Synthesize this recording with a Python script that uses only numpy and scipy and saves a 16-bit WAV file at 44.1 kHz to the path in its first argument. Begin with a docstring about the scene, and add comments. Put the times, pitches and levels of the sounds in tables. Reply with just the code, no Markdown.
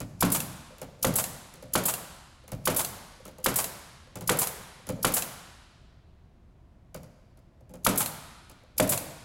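"""A large, live room, ventilation rumbling; one microphone close to a pneumatic cap nailer on a plywood deck.
The nose is set down on the roofing felt with a click and a hollow knock. The trigger valve spits, the
driver hits the nail, the piston slams its bumper and the deck booms. Then the exhaust blows, the piston
flies home and the cap feeder snaps, while the room rings on. Seven nails go in at a steady pace, the nose
shifted between them; after a pause and some more handling come the last two."""
import sys
import numpy as np
from scipy import signal
from scipy.fft import rfft, irfft
from scipy.io import wavfile

SR = 44100
rng = np.random.default_rng(int(sys.argv[2]) if len(sys.argv) > 2 else 0)


def persist_wave(psi):
    """Save psi, clipped to +-1, as 16-bit WAV."""
    counts = np.round(np.clip(psi, -1, 1) * 32767).astype(np.int16)
    wavfile.write(sys.argv[1], SR, np.atleast_2d(counts).T)


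N = 407484
T = np.arange(int(.6 * SR)) / SR  # time axis of one short sound, in seconds

# Levels in the colour and mode tables are relative within each table.
# rumble of the air handling: frequency_hz, level_db
VENTILATION_COLOUR = [(13, -34), (22, -11.5), (64, -7.5), (85, -9.5), (103, -12.5), (128, -12), (310, -26),
                      (337, -23), (444, -31), (690, -27.5), (771, -34), (1020, -34), (1230, -38.5),
                      (16000, -65)]
# the nose set down or shifted on the felt: start_s, click_db, boom_db, knock_db
NOSE_TOUCHES = [(0.002, -32.5, -35, -44), (0.703, -62, -62, -49.5), (0.782, -47, -67.5, -62.5),
                (0.815, -36, -40, -37), (1.538, -44.5, -67.5, -58.5), (1.624, -45.5, -47, -43),
                (2.478, -43.5, -62, -67), (2.517, -35, -33.5, -37.5), (3.2, -65, -64, -50),
                (3.252, -40, -51, -53.5), (3.278, -44.5, -53.5, -47), (3.383, -47.5, -56.5, -45.5),
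                (4.155, -35, -41, -37.5), (4.208, -36, -40, -48), (4.868, -40, -43, -48.5),
                (4.889, -31, -30, -30.5), (6.9437, -37.5, -43.5, -40.5), (7.031, -50, -54, -53),
                (7.372, -58.5, -62, -66), (7.693, -56, -49, -53), (7.737, -45, -47, -42.5),
                (8.496, -44.5, -55.5, -64)]
# rattle of the tool's loose parts: frequency_hz, level_db
RATTLE_COLOUR = [(300, -8.5), (750, 1), (1700, -11), (3000, -5.5), (4800, -2.5), (7000, 4), (8700, -0.5),
                 (11000, 4.5), (14000, -3.5), (16000, -4)]
# modes of the tool's steel and casing: pitch_hz, level_db, t60_s
STEEL_MODES = [(2336, -3.5, 0.09), (2800, -8.5, 0.036), (3110, -5.5, 0.11), (4474, -5.5, 0.045),
               (4800, -1.5, 0.095), (6630, -3.5, 0.083), (7360, -2, 0.13), (10100, 3.5, 0.061),
               (10000, 2, 0.031), (9840, 3, 0.069), (11800, 3, .04), (12840, -6, .04)]
# the plywood's crowd of close modes: frequency_hz, level_db
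PLYWOOD_COLOUR = [(70, -5), (180, -1), (500, 2), (800, -4), (1400, -3.5), (1700, -10.5), (2200, -9.5),
                  (3500, -15), (8000, -20), (16000, -34.5)]
# bending modes of the whole deck: pitch_hz, level_db, t60_s
DECK_MODES = [(39, -12.5, .28), (55, -12.5, 0.1), (112.3, -4.5, 0.4), (139.6, -5, .3), (155, -16, .2),
              (174.7, 0, 0.32), (192.3, -0.5, .2), (235, -8, .17), (256.8, 0.5, 0.21), (285.7, -2, 0.3),
              (348, -7, 0.048)]
# modes of the panel under the nose: pitch_hz, level_db, t60_s
PANEL_MODES = [(367, -6.5, 0.13), (444, -7, 0.14), (494.8, -2, .09), (520, 2, 0.13), (603, -1, 0.16),
               (714, -6, 0.096), (788, -9.5, .09), (846, -3, 0.043)]
# one row a nail; the deck's answer depends on the spot:
# strike_s, exhaust_delay_s, valve_db, blow_db, boom_db, knock_db, steel_db
NAIL_SHOTS = [(0.224, 0.093, -18.5, -24, -22.5, -31.5, -20),
              (1.0444, 0.11, -19, -27.5, -24.5, -23.5, -18.5), (1.7526, 0.1, -20, -24, -29.5, -27.5, -19),
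              (2.6719, .0896, -20.5, -25, -30.5, -28, -19.5), (3.4593, .0971, -21, -24, -31.5, -28, -18),
              (4.292, 0.094, -23, -24, -33, -25, -16.5), (5.0453, .0909, -24, -24.5, -31, -35.5, -16),
              (7.864, 0.11, -18.5, -22.5, -25, -31.5, -16), (8.797, 0.093, -20, -27, -23.5, -18, -18.5)]
# air through the trigger valve: frequency_hz, level_db
VALVE_COLOUR = [(100, -3), (400, -12), (1000, -24), (1700, -25), (3000, -14), (3900, -15.5), (5000, -5.5),
                (5900, -9.5), (7200, -3), (8400, -9.5), (10200, 0), (12500, 0.5), (16000, -8.5)]
# brief ring of the nail entering the wood: pitch_hz, level_db, t60_s
PUNCH_MODES = [(1137, 1.5, 0.0025), (1336, -11, 0.0085)]
# crunch of the nail through the wood: frequency_hz, level_db
CRUNCH_COLOUR = [(40, -9.5), (250, -9), (650, -12), (1000, -5), (1400, 4), (1800, -26), (3500, -6),
                 (7000, -28.5), (11000, -13), (16000, -19.5)]
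# driver on nail and piston on bumper: frequency_hz, level_db
SLAM_COLOUR = [(60, -0.5), (500, -9.5), (1400, -6.5), (1900, 3), (2900, 0), (5500, -5), (7200, -2),
               (8500, -2), (11000, 0), (16000, -12)]
# clicks of recoil, nail coil and feeder: frequency_hz, level_db
CLICK_COLOUR = [(300, -10.5), (750, -10.5), (1700, -4), (2650, -10), (3300, -5.5), (5200, -8), (7000, -0.5),
                (8700, -1.5), (11700, 3), (16000, -17.5)]
# air leaving the exhaust port: frequency_hz, level_db
EXHAUST_COLOUR = [(100, -15), (550, -9.5), (1300, -18), (1700, -19), (4500, -13.5), (6200, -11.5),
                  (7600, -0.5), (8700, -3), (10200, 2), (12500, 1), (16000, -5.5)]
# knock of the returning piston: frequency_hz, level_db
PISTON_COLOUR = [(100, -13), (400, -12), (650, 2), (1000, 1.5), (1400, -2.5), (1750, -8), (2500, -6.5),
                 (5000, -10), (7000, -3), (11000, -3), (16000, -13)]
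# modes of the feeder's pawl: pitch_hz, level_db, t60_s
PAWL_MODES = [(711, -0.5, .04), (2730, -7, .04), (2685, -1.5, 0.026), (4100, -4.5, 0.052),
              (4296, -8.5, .04)]
# the room's reverberation time: frequency_hz, t60_s
ROOM_DECAY = [(60, 0.5), (130, 1.04), (280, 1.06), (550, 0.89), (1100, 1.49), (4000, 1.87), (7000, 1.1),
              (10000, 0.96), (15000, 0.44)]
# tone of the reverberation: frequency_hz, level_db
ROOM_COLOUR = [(40, -13), (130, 6.5), (280, -3), (520, 1), (750, 2), (1300, -2), (1750, 1), (2800, -2),
               (4200, -0.5), (5600, -1.5), (7000, -4.5), (11000, -8), (16000, -6.5)]

# the tool's cycle: trigger to valve, valve to blow, exhaust to cap feed
TRIGGER_S, FILL_S, FEED_S = 0.014, .0167, .0857
# the same air pressure and the same springs on every shot
TRIGGER_DB, EXHAUST_DB, PISTON_DB, FEED_DB = -56.5, -20, -23, -22.5


def undb(db):
    """Decibels to gain."""
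    return 10 ** (np.asarray(db) / 20)


def along(points, hz):
    """Read a table on a log-frequency axis."""
    table_hz, values = np.transpose(points)
    return np.interp(np.log(np.maximum(hz, 1)), np.log(table_hz), values)


def fade(rise, t60, delay=0, hold=0):
    """Envelope that swells, holds, then dies away; times in seconds, peak 1."""
    t = np.maximum(T - delay, 0)
    swell = 1 - np.exp(-(t / rise) ** 2)
    shape = swell * np.exp(-np.log(1000) * np.maximum(t - hold, 0) / t60)
    return shape / shape.max()


def burst(envelope, colour, size=2048):
    """Turbulence, or a crowd of close modes: noise under an envelope, through a colouring filter."""
    noise = envelope * np.sign(rng.standard_normal(len(T)))
    gain = undb(along(colour, np.fft.rfftfreq(size, 1 / SR)))
    # minimum phase, so nothing sounds ahead of the attack
    cepstrum = irfft(np.log(gain))
    cepstrum[1:size // 2] *= 2
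    cepstrum[size // 2 + 1:] = 0
    response = irfft(np.exp(rfft(cepstrum)))
    return signal.fftconvolve(noise, response / np.linalg.norm(response))[:len(T)]


def ring(modes, rise, spread_db, detune):
    """Struck modes; every hit weights and tunes them a little differently."""
    sound, power = 0, 0
    for (hz, db, t60), (weight, tuning, phase) in zip(modes, rng.standard_normal((len(modes), 3))):
        gain = undb(db + spread_db * weight)
        pitch_hz = hz * (1 + detune * tuning)
        sound = sound + gain * fade(rise, t60) * np.sin(2 * np.pi * (pitch_hz * T + phase))
        power += gain ** 2 / 2
    return sound / np.sqrt(power)


def add(track, start_s, sound):
    """Mix a sound in at a time."""
    start = max(int(start_s * SR), 0)
    track[start:start + len(sound)] += sound[:max(N - start, 0)]


def ventilation(level_db=-55.5):
    """Room tone: the building's air handling rumbles steadily."""
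    gain = undb(along(VENTILATION_COLOUR, np.fft.rfftfreq(N, 1 / SR)))
    air = irfft(rfft(rng.standard_normal(N)) * gain, N)
    return undb(level_db) * air / air.std()


def nose_contact(track, start_s, click_db, boom_db, knock_db):
    """Loose parts click as the nose meets the felt, and the deck answers with a soft, hollow knock."""
    add(track, start_s, undb(click_db) * burst(fade(0.00091, 0.021, hold=0.0015), RATTLE_COLOUR))
    add(track, start_s, undb(click_db - 13.5) * ring(STEEL_MODES, .001, 3.7, .003))
    add(track, start_s, undb(click_db - 6) * burst(fade(0.0041, 0.12), PLYWOOD_COLOUR))
    # a slow push by hand favours the deck's lower modes and the panel's main one
    pressed = [(hz, db - 12 * np.log10(1 + (hz / 130) ** 2), t60) for hz, db, t60 in DECK_MODES]
    hollow = [(hz, 1.7 * db, t60) for hz, db, t60 in PANEL_MODES]
    add(track, start_s, undb(boom_db) * ring(pressed, .012, 2.5, 0.016))
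    add(track, start_s, undb(knock_db) * ring(hollow, .004, 2.1, 0.0041))


def handling(track, rock_s=.014, loss_db=7.5, aim_s=.26):
    """Each touch rocks to rest in three weakening contacts; two faint nudges aim each shot."""
    for start_s, *levels_db in NOSE_TOUCHES:
        for bounce, uneven in enumerate(rng.uniform(-.25, .25, size=3)):
            contact_s = start_s + bounce * rock_s * (1 + uneven)
            nose_contact(track, contact_s, *(np.array(levels_db) - bounce * loss_db))
    for strike_s, *_ in NAIL_SHOTS:
        for early in rng.random(size=2):
            nose_contact(track, strike_s - early * aim_s, click_db=-64, boom_db=-61.5, knock_db=-55.5)


def trigger_valve(track, open_s, level_db, lead_s=.004):
    """The trigger clicks; air leaks past the opening valve, spits, and hisses on as the cylinder fills."""
    add(track, open_s - TRIGGER_S, undb(TRIGGER_DB) * burst(fade(.001, .04), RATTLE_COLOUR))
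    leak = burst(fade(.004, .02, hold=.015), VALVE_COLOUR)
    spit = burst(fade(0.00093, .018, delay=lead_s, hold=0.0023), VALVE_COLOUR)
    add(track, open_s - lead_s, undb(level_db - 7) * leak + undb(level_db) * spit)
    # the valve stem meets its stop and rings the casing
    add(track, open_s + 0.0011, undb(level_db - 17.5) * ring(STEEL_MODES, 0.0015, 3.5, .002))


def nail_blow(track, strike_s, blow_db, boom_db, knock_db):
    """One sharp push sends the nail crunching through the wood; the deck booms and the panel knocks."""
    push = -sum(undb(db) * fade(0.0015, t60, hold=0.0018) * np.sin(2 * np.pi * hz * T)
                for hz, db, t60 in PUNCH_MODES)
    crunch = burst(fade(0.00045, 0.027, delay=0.00033), CRUNCH_COLOUR)
    plywood = burst(fade(0.0021, 0.32), PLYWOOD_COLOUR)
    add(track, strike_s, undb(blow_db + 14) * push + undb(blow_db) * (crunch + plywood))
    # bending waves are slow: the whole deck needs some time to start moving
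    deck = ring(DECK_MODES, rise=.022, spread_db=2, detune=.02)
    panel = ring(PANEL_MODES, rise=0.0046, spread_db=4.6, detune=0.021)
    add(track, strike_s, undb(boom_db) * deck + undb(knock_db) * panel)


def steel_slam(track, strike_s, steel_db):
    """Driver hits nail, piston meets bumper; the casing rings, the tool recoils, the nail coil jingles."""
    nail_tick = burst(fade(0.002, 0.0079, delay=0.0017), SLAM_COLOUR)
    bumper = burst(fade(0.0019, 0.012, delay=.0038, hold=0.0026), SLAM_COLOUR)
    casing = ring(STEEL_MODES, 0.003, 2.6, 0.0021)
    recoil = burst(fade(.003, 0.11, delay=.023 + .002 * rng.standard_normal()), CLICK_COLOUR)
    coil = burst(fade(0.0072, 0.066), CLICK_COLOUR)
    slam = undb(-1) * nail_tick + bumper + undb(-15.5) * casing + undb(-11) * recoil + undb(-17) * coil
    add(track, strike_s, undb(steel_db) * slam)


def exhaust(track, open_s):
    """The cylinder vents in a bright puff; the returning piston pushes out a second one."""
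    # the trigger valve ticks shut just before the port opens
    add(track, open_s - .0163, undb(EXHAUST_DB - 9.5) * burst(fade(0.0011, 0.031), VALVE_COLOUR))
    puff = fade(0.0022, 0.079, hold=0.0092)
    second_puff = undb(-11) * fade(0.005, 0.39, delay=0.016, hold=0.022)
    add(track, open_s, undb(EXHAUST_DB) * burst(puff + second_puff, EXHAUST_COLOUR))


def piston_return(track, vent_s):
    """The piston knocks home as the cylinder empties, and rings the casing."""
    landing = fade(.002, 0.086, delay=.029)
    bounce = undb(-5) * fade(.001, .025, delay=0.043)
    settling = undb(-10) * fade(0.0018, .04, delay=.051)
    add(track, vent_s, undb(PISTON_DB) * burst(landing + bounce + settling, PISTON_COLOUR))
    add(track, vent_s + 0.032, undb(PISTON_DB - 10.5) * ring(STEEL_MODES, 0.0028, 4, 0.004))


def cap_feeder(track, start_s):
    """A sprung pawl snaps the next cap under the nose, and the cap strip rustles after it."""
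    snap = fade(0.00024, 0.021, hold=0.00067)
    rustle = undb(-17) * fade(0.0098, .12)
    add(track, start_s, undb(FEED_DB) * burst(snap + rustle, CLICK_COLOUR))
    add(track, start_s, undb(FEED_DB - 11.5) * ring(PAWL_MODES, .001, 2.5, .02))
    add(track, start_s, undb(FEED_DB - 18) * ring(STEEL_MODES, .001, 2, 0.0026))


def nailer(track):
    """Pulling the trigger fills the cylinder and drives the nail; letting go vents it and feeds a cap."""
    for strike_s, exhaust_delay_s, valve_db, blow_db, boom_db, knock_db, steel_db in NAIL_SHOTS:
        vent_s = strike_s + exhaust_delay_s
        trigger_valve(track, strike_s - FILL_S, valve_db)
        nail_blow(track, strike_s, blow_db, boom_db, knock_db)
        steel_slam(track, strike_s, steel_db)
        exhaust(track, vent_s)
        piston_return(track, vent_s)
        cap_feeder(track, vent_s + FEED_S)


def room(direct, size=1024, tail_delay_s=.018):
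    """Walls some metres off: the room stores each band's energy and gives it back as fading noise."""
    hop = size // 4
    frames = dict(fs=SR, nperseg=size, noverlap=size - hop)
    hz, _, spectrum = signal.stft(direct, **frames)
    # each band shares its energy with those next to it
    neighbours = np.exp(-((hz[:, None] - hz) / (25 + 0.066 * hz[:, None])) ** 2)
    power = neighbours / neighbours.sum(axis=1)[:, None] @ np.abs(spectrum) ** 2
    kept_per_hop = np.exp(-2 * np.log(1000) * hop / SR / along(ROOM_DECAY, hz))
    stored = [signal.lfilter([1 - kept], [1, -kept], band) for kept, band in zip(kept_per_hop, power)]
    amplitude = np.sqrt(stored) * undb(along(ROOM_COLOUR, hz))[:, None]
    noise = signal.stft(rng.standard_normal(N), **frames)[2]
    tail = signal.istft(amplitude * noise / noise.std(), **frames)[1]
    return np.pad(tail, (int(tail_delay_s * SR), 0))[:N]


def scene():
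    """At the microphone, in mono: the nailer close by, the room and its ventilation behind."""
    near = np.zeros(N)
    nailer(near)
    handling(near)
    return (undb(-1) * near + undb(-9) * room(near) + ventilation())[None]


def record(dry, top_hz=15900):
    """The recorder cuts the top of the treble steeply."""
    return signal.sosfilt(signal.ellip(10, .2, 80, top_hz, fs=SR, output="sos"), dry)


dry = scene()
out = record(dry)
persist_wave(out)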